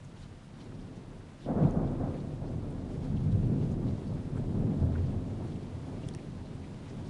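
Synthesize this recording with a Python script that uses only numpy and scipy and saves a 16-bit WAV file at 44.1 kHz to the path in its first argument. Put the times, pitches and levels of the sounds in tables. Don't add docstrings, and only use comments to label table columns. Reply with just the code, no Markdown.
import sys
import numpy as np
from scipy import signal
from scipy.fft import rfft, irfft, next_fast_len
from scipy.io import wavfile
from scipy.ndimage import uniform_filter1d, map_coordinates

SR = 44100
rng = np.random.default_rng(int(sys.argv[2]) if len(sys.argv) > 2 else 0)


def to_wav(s):
    ch = np.atleast_2d(s).T
    pcm = np.round(np.clip(ch, -1, 1) * 32767)
    wavfile.write(sys.argv[1], SR, pcm.astype(np.int16))


N = 312889


def amp(db):
    return 10 ** (np.asarray(db) / 20)


def unit(x):
    return x / np.sqrt(np.mean(x ** 2) + 1e-20)


def smooth_twice(x, size, axis=-1):
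    return uniform_filter1d(uniform_filter1d(x, size, axis=axis), size, axis=axis)


def wobble(rate):
    knots = rng.standard_normal(int(N * rate / SR) + 4)
    return map_coordinates(knots, [np.arange(N) * rate / SR])


def filtered(x, gain_db):
    m = next_fast_len(N + 8192)
    gain = amp(gain_db(np.fft.rfftfreq(m, 1 / SR)))
    return irfft(rfft(x, m) * gain, m)[..., :N]


def along(points):
    hz, db = np.transpose(points)
    return lambda f: np.interp(np.log(f + 1), np.log(hz + 1), db)


def coloured(x, spectrum):
    return unit(filtered(x, along(spectrum)))


def shocks(rate, spread_db):
    hit, size, sign = rng.random((3, N))
    kick = amp(-spread_db * np.log(size + 0.055)) * np.sign(sign - .5)
    return unit((hit < rate / SR) * kick)


def steadied(x, span_s, share):
    power = np.abs(smooth_twice(unit(x) ** 2, int(span_s * SR)))
    return unit(x / (power + .05) ** (share / 2))


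# centre in seconds, lift in dB, half length in seconds.
GUSTS = [(.06, 0, 0.027), (0.22, 6, .035), (.6, 2.5, 0.044), (1.443, 4, 0.04), (1.664, 1.5, .04),
         (2.94, 2, 0.025), (3.042, 3, .03), (3.174, 1, .03), (3.71, 2, 0.024), (3.89, 3, 0.033),
         (5.498, 2, 0.085), (5.98, 1, 0.2), (6.15, 5, 0.055), (6.46, 0, .05), (6.65, 0, .06),
         (6.9, 4, 0.049)]
CALM_DB, THICKENS_DB_PER_S = -1.5, 0.48


def flurries():
    t = np.arange(N) / SR
    gusts = sum(db * np.exp(-((t - s) / half) ** 2) for s, db, half in GUSTS)
    return CALM_DB + THICKENS_DB_PER_S * t + 0.56 * wobble(12) + gusts


# frequency in Hz, level in dB per Hz.
GROUND_RAIN = [(150, -36), (400, -13), (950, -1), (1600, -3.5), (2560, -8.5), (3520, -10.5), (6000, -16.5),
               (9450, -19), (20000, -23.5)]
# frequency in Hz, level in dB per Hz.
LEDGE_RAIN = [(900, -43), (2000, -1), (3600, 0), (5500, -6), (9000, -14), (20000, -29)]


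def rain():
    z = signal.stft(rng.standard_normal(N), nperseg=256)[2]
    patches = uniform_filter1d(rng.standard_normal(z.shape), size=18, axis=0)
    patches = unit(uniform_filter1d(patches, size=8, axis=1))
    hiss = signal.istft(z * amp(0.95 * patches), nperseg=256)[1][:N]
    flurry_db = flurries()
    capped_flurry_db = np.minimum(flurry_db, 2.6)
    flurry_db = capped_flurry_db
    far = amp(-62.5 + 0.36 * capped_flurry_db + 0.44 * wobble(25)) * coloured(hiss, GROUND_RAIN)
    patter = shocks(3000, spread_db=0.0) + 0.65 * rng.standard_normal(N)
    return far + amp(-71.5 + 1.44 * flurry_db) * coloured(patter, LEDGE_RAIN)


# time in seconds, level in dB, centre in Hz.
HARD_TAPS = [(.048, -65.5, 6500), (.174, -63, 3300), (.21, -74, 6700), (.426, -64, 1270), (.607, -62, 2900),
             (.721, -59.5, 1300), (.753, -70, 4800), (.799, -65, 3300), (.815, -66, 4700),
             (1.641, -58.5, 2600), (1.877, -65, 3600), (2.144, -62, 2180), (2.204, -63.5, 4100),
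             (2.722, -74, 9000), (3.174, -59.5, 3120), (3.321, -63.5, 3780), (3.585, -74, 7800),
             (3.615, -65, 3100), (3.884, -61, 3600), (4.085, -72, 8600), (4.933, -64.5, 3600),
             (4.957, -51.5, 1500), (4.986, -60, 2100), (5.069, -67, 4300), (5.527, -63, 3400),
             (5.559, -63.5, 2800), (5.561, -73, 6900), (6.981, -69, 3400), (7.059, -64, 4130),
             (7.077, -64, 5500)]
# time in seconds, level in dB, centre in Hz.
PUDDLE_BURSTS = [(.222, -75, 6900), (.232, -65, 4100), (.33, -66, 985), (.617, -64, 4000),
                 (.969, -70, 5700), (1.212, -64, 1300), (1.426, -66.5, 3600), (1.452, -64, 3300),
                 (1.676, -69, 3600), (2.175, -76, 6700), (2.475, -70, 4500), (2.708, -72, 9000),
                 (2.936, -73.5, 7500), (3.031, -71, 5000), (3.047, -69, 4470), (3.632, -69, 4500),
                 (3.718, -68, 6500), (4.073, -67, 4500), (4.358, -60, 1200), (4.373, -56.5, 1460),
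                 (4.376, -68, 8000), (4.92, -61, 1290), (6.038, -60.5, 2820), (6.052, -73, 5700),
                 (6.078, -69, 7500), (6.192, -62.5, 2180), (6.459, -66, 4100), (6.641, -63.5, 2200),
                 (6.887, -63, 2100), (6.898, -65, 5300)]
TAP_S, TAP_HZ = 0.0062, 580
BURST_S, BURST_HZ = 0.013, 650
WIDENS = 0.35


def splashes():
    out, t = np.zeros(N + 4096), np.arange(-2048, 2048) / SR
    hz = np.fft.rfftfreq(len(t), 1 / SR)
    drops = [(*row, TAP_HZ, TAP_S) for row in HARD_TAPS]
    drops += [(*row, BURST_HZ, BURST_S) for row in PUDDLE_BURSTS]
    for s, db, centre_hz, width_hz, length in drops:
        width_hz = width_hz * (centre_hz / 1000) ** WIDENS
        band = np.exp(-((hz - centre_hz) / (0.57 * width_hz)) ** 2)
        broad = np.exp(-(np.log(hz / centre_hz + 1e-9) / 0.49) ** 2)
        puff, spray = irfft(rfft(rng.standard_normal((2, len(t)))) * [band, broad])
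        puff = puff * np.exp(-(t / (length * np.where(t < 0, .55, .8))) ** 2)
        splash = puff + 0.32 * spray * np.exp(-(t / (0.0044 + 1.6 * length)) ** 2)
        level = amp(db + 2) * np.sqrt(length * SR / np.sum(splash ** 2))
        out[round(s * SR):][:len(t)] += level * splash
    return out[len(t) // 2:][:N]


# time of the trough in seconds, level in dB, pitch in Hz.
STRONG_SHOCKS = [(.0727, -41, 138), (1.4625, -35, 500), (1.4885, -29, 500), (1.5076, -22, 220),
                 (1.5733, -20, 206), (1.754, -32, 520), (1.7745, -28, 520), (1.7749, -17.5, 171),
                 (2.041, -23, 162), (2.422, -38, 520), (2.4258, -28, 125), (2.959, -38, 520),
                 (2.9814, -27, 118), (3.1066, -24, 137), (3.3045, -22, 144), (3.4022, -21, 151),
                 (4.1216, -28, 136), (4.443, -37, 520), (6.0697, -27, 135), (6.971, -33, 150)]


def claps():
    out, lull, t = np.zeros(N + 2048), np.ones(N + 2048), np.arange(-1024, 1024) / SR
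    for s, db, hz in STRONG_SHOCKS:
        shape = np.exp(-(hz * t / np.where(t < 0, .75, .6)) ** 2)
        out[round(s * SR):][:len(t)] -= amp(db) * np.cos(2 * np.pi * hz * t) * shape
        lull[round(s * SR):][:len(t)] *= 1 - .85 * np.sqrt(shape)
    return out[len(t) // 2:][:N], lull[len(t) // 2:][:N]


# peak in seconds, level in dB, distance in km beyond the
# near parts, extra boom in dB.
BOLT_PARTS = [(0.15, -49.5, 4, -3), (0.62, -50, 2.7, -13), (0.741, -49.5, 1.62, -3),
              (0.925, -49, 2.5, -16.5), (1.134, -59, 0.4, 5), (1.507, -36, 0.2, -12.0),
              (1.593, -31.5, 0.4, -4.5), (1.669, -36, 3.5, -6), (1.78, -37, 0.55, -14),
              (1.853, -53.3, 0.06, 11.5), (2.02, -38, 0.0, 5.5), (2.499, -41, 2, -8.5),
              (2.64, -59, 1.5, 13.5), (2.88, -44, 1.79, -16), (2.999, -50.5, 1.1, 9.5),
              (3.267, -32.5, 5, -7), (3.337, -47.5, 1.5, 13), (3.55, -34, 2.5, -17.5),
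              (3.708, -52.5, 0, 11.8), (3.867, -53, -0.3, 16.5), (4.122, -50, 0.13, -3),
              (4.392, -40.5, 1.9, -1), (4.633, -32.5, 2.5, -4), (4.843, -44, 0.53, 10.5),
              (5.15, -44.5, 0.9, 1.5), (5.435, -44.5, 1.41, -5.5), (5.901, -46, 0.6, -8.0),
              (6.07, -45, 2.3, -5), (6.518, -47.5, 2.5, -5.5), (7.028, -43.5, 2.1, -4.5)]
RISE_S, RISE_S_PER_KM = 0.019, 0.037
FALL_DB_PER_S, DRAG_PER_KM = 122, 2.9
AFTERGLOW_DB, AFTERGLOW_DB_PER_S = -19.5, 2
BOOM_DB, BODY_DB, CRACK_DB = 2.5, 2.5, -1.14
BODY_DB_PER_KM, CRACK_DB_PER_KM = 2.5, 6.5


def arrivals():
    s, db, km, depth_db = np.transpose(BOLT_PARTS)[:, :, None]
    t = np.arange(0, N + 128, 64) / SR
    late = np.maximum(t - s, 0)
    swell = np.exp(-(np.minimum(t - s, 0) / (RISE_S + RISE_S_PER_KM * km)) ** 2)
    fall = amp(-FALL_DB_PER_S * late / (1 + DRAG_PER_KM * km)) ** 2
    afterglow = amp(AFTERGLOW_DB - AFTERGLOW_DB_PER_S * late) ** 2
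    power = swell * (fall + afterglow)

    def total_db(level_db):
        total = (amp(level_db) ** 2 * power).sum(axis=0)
        return np.interp(np.arange(N) / SR, t, 10 * np.log10(total))

    boom_db = total_db(db + BOOM_DB + depth_db)
    roll_db = total_db(db)
    body_db = total_db(db + BODY_DB - BODY_DB_PER_KM * km)
    crack_db = total_db(db + CRACK_DB - CRACK_DB_PER_KM * km)
    return boom_db, roll_db, body_db, crack_db


# centre in seconds, boom lift in dB,
# roll lift in dB, body and crack lift in dB.
WAVE_SURGES = [(.33, -0.5, 2.5, 5), (.49, -10, -2, -2.5), (.65, 3, -5, 3.5), (1.39, -9, -3.5, -1.5),
               (1.54, -9, -2, -2), (1.65, -4, 8.5, 1), (1.72, -0.5, -9, -3.5), (1.85, 1, 0, 0.5),
               (1.96, 1, -3, 0.5), (2.025, -3.5, -12, -1), (2.08, -0.5, -0.5, 1.5), (2.17, -7, 4, 2.5),
               (2.4, 0, -2, -4), (2.44, -1, 1.5, 3.5), (2.57, 4, 3, -0.5), (3.07, -7, -4, 1),
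               (3.33, 4, -1, 0.5), (3.49, 3.5, -5.5, -0.5), (3.53, -7, 6, 1), (3.65, -8, 4.5, 0.5),
               (3.85, -1, -1, 2.5), (4.03, -7, -9.5, -0.5), (4.13, 3.5, 4, 0), (4.3, -3, -3, -1),
               (4.72, -6, 0.5, 1.5), (4.78, -3.5, -4, -2), (4.84, 2, 6.5, -0.5), (4.99, 2.5, -8.5, 0.5),
               (5.05, -2, 4, -2.5), (6.23, -11, -3, 1)]
SURGE_S = 0.033


def surges():
    t = np.arange(N) / SR
    return sum(np.outer(lift_db, np.exp(-((t - s) / SURGE_S) ** 2)) for s, *lift_db in WAVE_SURGES)


# frequency in Hz, level in dB per Hz.
DEEP_AIR = [(8, -39), (20, -3), (36, 3), (52, -7.5), (65, -3.5), (90, -77)]
BOOM_AIR = [(48, -63.5), (65, -12.5), (85, 3.5), (115, 2), (128, -3.5), (165, -69.5)]
ROLL_AIR = [(85, -66.5), (112, -11.5), (128, -0.5), (160, 2), (200, -6), (230, -14), (310, -76)]
BODY_AIR = [(165, -46.5), (215, -4), (250, -0.5), (300, -5), (370, -6.5), (450, -13), (520, -23),
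            (700, -82)]
CRACK_AIR = [(330, -48.5), (450, -6), (520, -2), (700, -4), (1000, -14), (1500, -22.5), (2500, -43.5),
             (4000, -80)]
# frequency in Hz, level in dB per Hz.
TOWN_ECHO = [(330, -52.5), (450, -4), (520, -3), (700, -5), (1000, -10), (1500, -26), (4000, -63)]
# frequency in Hz, width in Hz, lift in dB.
BALCONY_MODES = [(36, 6.9, 8.5), (83.1, 8.6, 4.5), (103.2, 13.6, 2), (121, 5, 1.5), (144.2, 11.5, 4.5),
                 (197.7, 12, 5), (215.6, 11, 3), (264, 15, 3), (514.4, 19, 3.5), (571, 11, -3.5),
                 (578, 14, 6), (648, 30, 3.5)]
EARLIER_CRACK_DB = -63


def balcony(f):
    return sum(db / (1 + (2 * (f - hz) / width) ** 2) for hz, width, db in BALCONY_MODES)


def peal(lull):
    boom_db, roll_db, body_db, crack_db = arrivals()
    boom_lift, roll_lift, short_lift = surges()
    boom_db, roll_db = boom_db + boom_lift, roll_db + roll_lift
    body_db, crack_db = body_db + short_lift, crack_db + short_lift
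    crack_db = 10 * np.log10(amp(crack_db) ** 2 + amp(EARLIER_CRACK_DB) ** 2)
    deep_db = uniform_filter1d(boom_db + roll_db, SR // 5) / 2 - 7 - 0.61 * np.arange(N) / SR

    kinks = shocks(900, spread_db=2.5)

    def scatter(share, air):
        return coloured(kinks + share * rng.standard_normal(N), air)

    deep = steadied(scatter(1.4, DEEP_AIR), span_s=.15, share=0.35)
    boom = steadied(scatter(1.54, BOOM_AIR), span_s=0.078, share=0.67)
    roll = steadied(scatter(2.2, ROLL_AIR), span_s=0.075, share=0.63)
    body = steadied(scatter(0.87, BODY_AIR), span_s=0.046, share=0.83)
    near = np.clip((crack_db + 55) / 7, 0, 1)
    crack = near * scatter(1.0, CRACK_AIR) + (1 - near) * scatter(1.33, TOWN_ECHO)
    crack = steadied(crack, span_s=0.037, share=0.51)

    deep = amp(deep_db) * deep
    boom = amp(boom_db - 1.03 + 1.6 * wobble(14)) * boom
    roll = amp(roll_db - 1.34 + 1.5 * wobble(15)) * roll
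    body = amp(body_db + 0.46 + 0.81 * wobble(22)) * body
    crack = amp(crack_db - 0.43 + 0.8 * wobble(24)) * crack
    return amp(-2.0) * filtered(deep + lull * (boom + roll + body) + crack, balcony)


# time in seconds, first mode in Hz, level in dB of the first mode, of the #
# 5400 Hz mode and of the 9000 Hz mode.
RAIL_SNAPS = [
    (1.7098, 6300, -47, -59, -47),
    (4.37, 1450, -54, -72, -64),
    (4.957, 1520, -42, -70, -75),
    (6.084, 3600, -60, -56, -50),
    (6.0875, 3340, -39, -40, -38),
    (6.089, 6700, -42.5, -60, -50),
    (6.139, 4500, -43, -47, -52),
    (6.149, 2800, -43.5, -37, -38.5),
    (6.1497, 1800, -46.5, -70, -70),
]
# frequency in Hz, t60 in seconds.
RAIL_MODES = [(5400, 0.0032), (9000, 0.0041)]
FIRST_MODE_CYCLES = 28


def railing():
    out, t = np.zeros(N), np.arange(SR // 20) / SR
    for s, first_hz, *mode_db in RAIL_SNAPS:
        modes = zip(mode_db, [(first_hz, FIRST_MODE_CYCLES / first_hz), *RAIL_MODES])
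        ring = sum(amp(db - 60 * t / t60) * np.sin(2 * np.pi * hz * t) for db, (hz, t60) in modes)
        tick = amp(mode_db[-1] - 0.5 - 60 * t / 0.0045) * rng.standard_normal(len(t))
        out[round(s * SR):][:len(t)] += (ring + tick) * (1 - np.exp(-t / 0.00011))
    return out


def scene():
    clap, lull = claps()
    return (rain() + splashes() + clap + peal(lull) + railing())[None]


# frequency in Hz, gain in dB.
MIC_RESPONSE = [(20, 0.5), (10100, 0.5), (10500, -4), (11050, -17), (11550, -15), (11950, -18),
                (12400, -32), (12600, -74), (22050, -68)]


def record(dry):
    return filtered(dry, along(MIC_RESPONSE))


dry = scene()
out = record(dry)
to_wav(out)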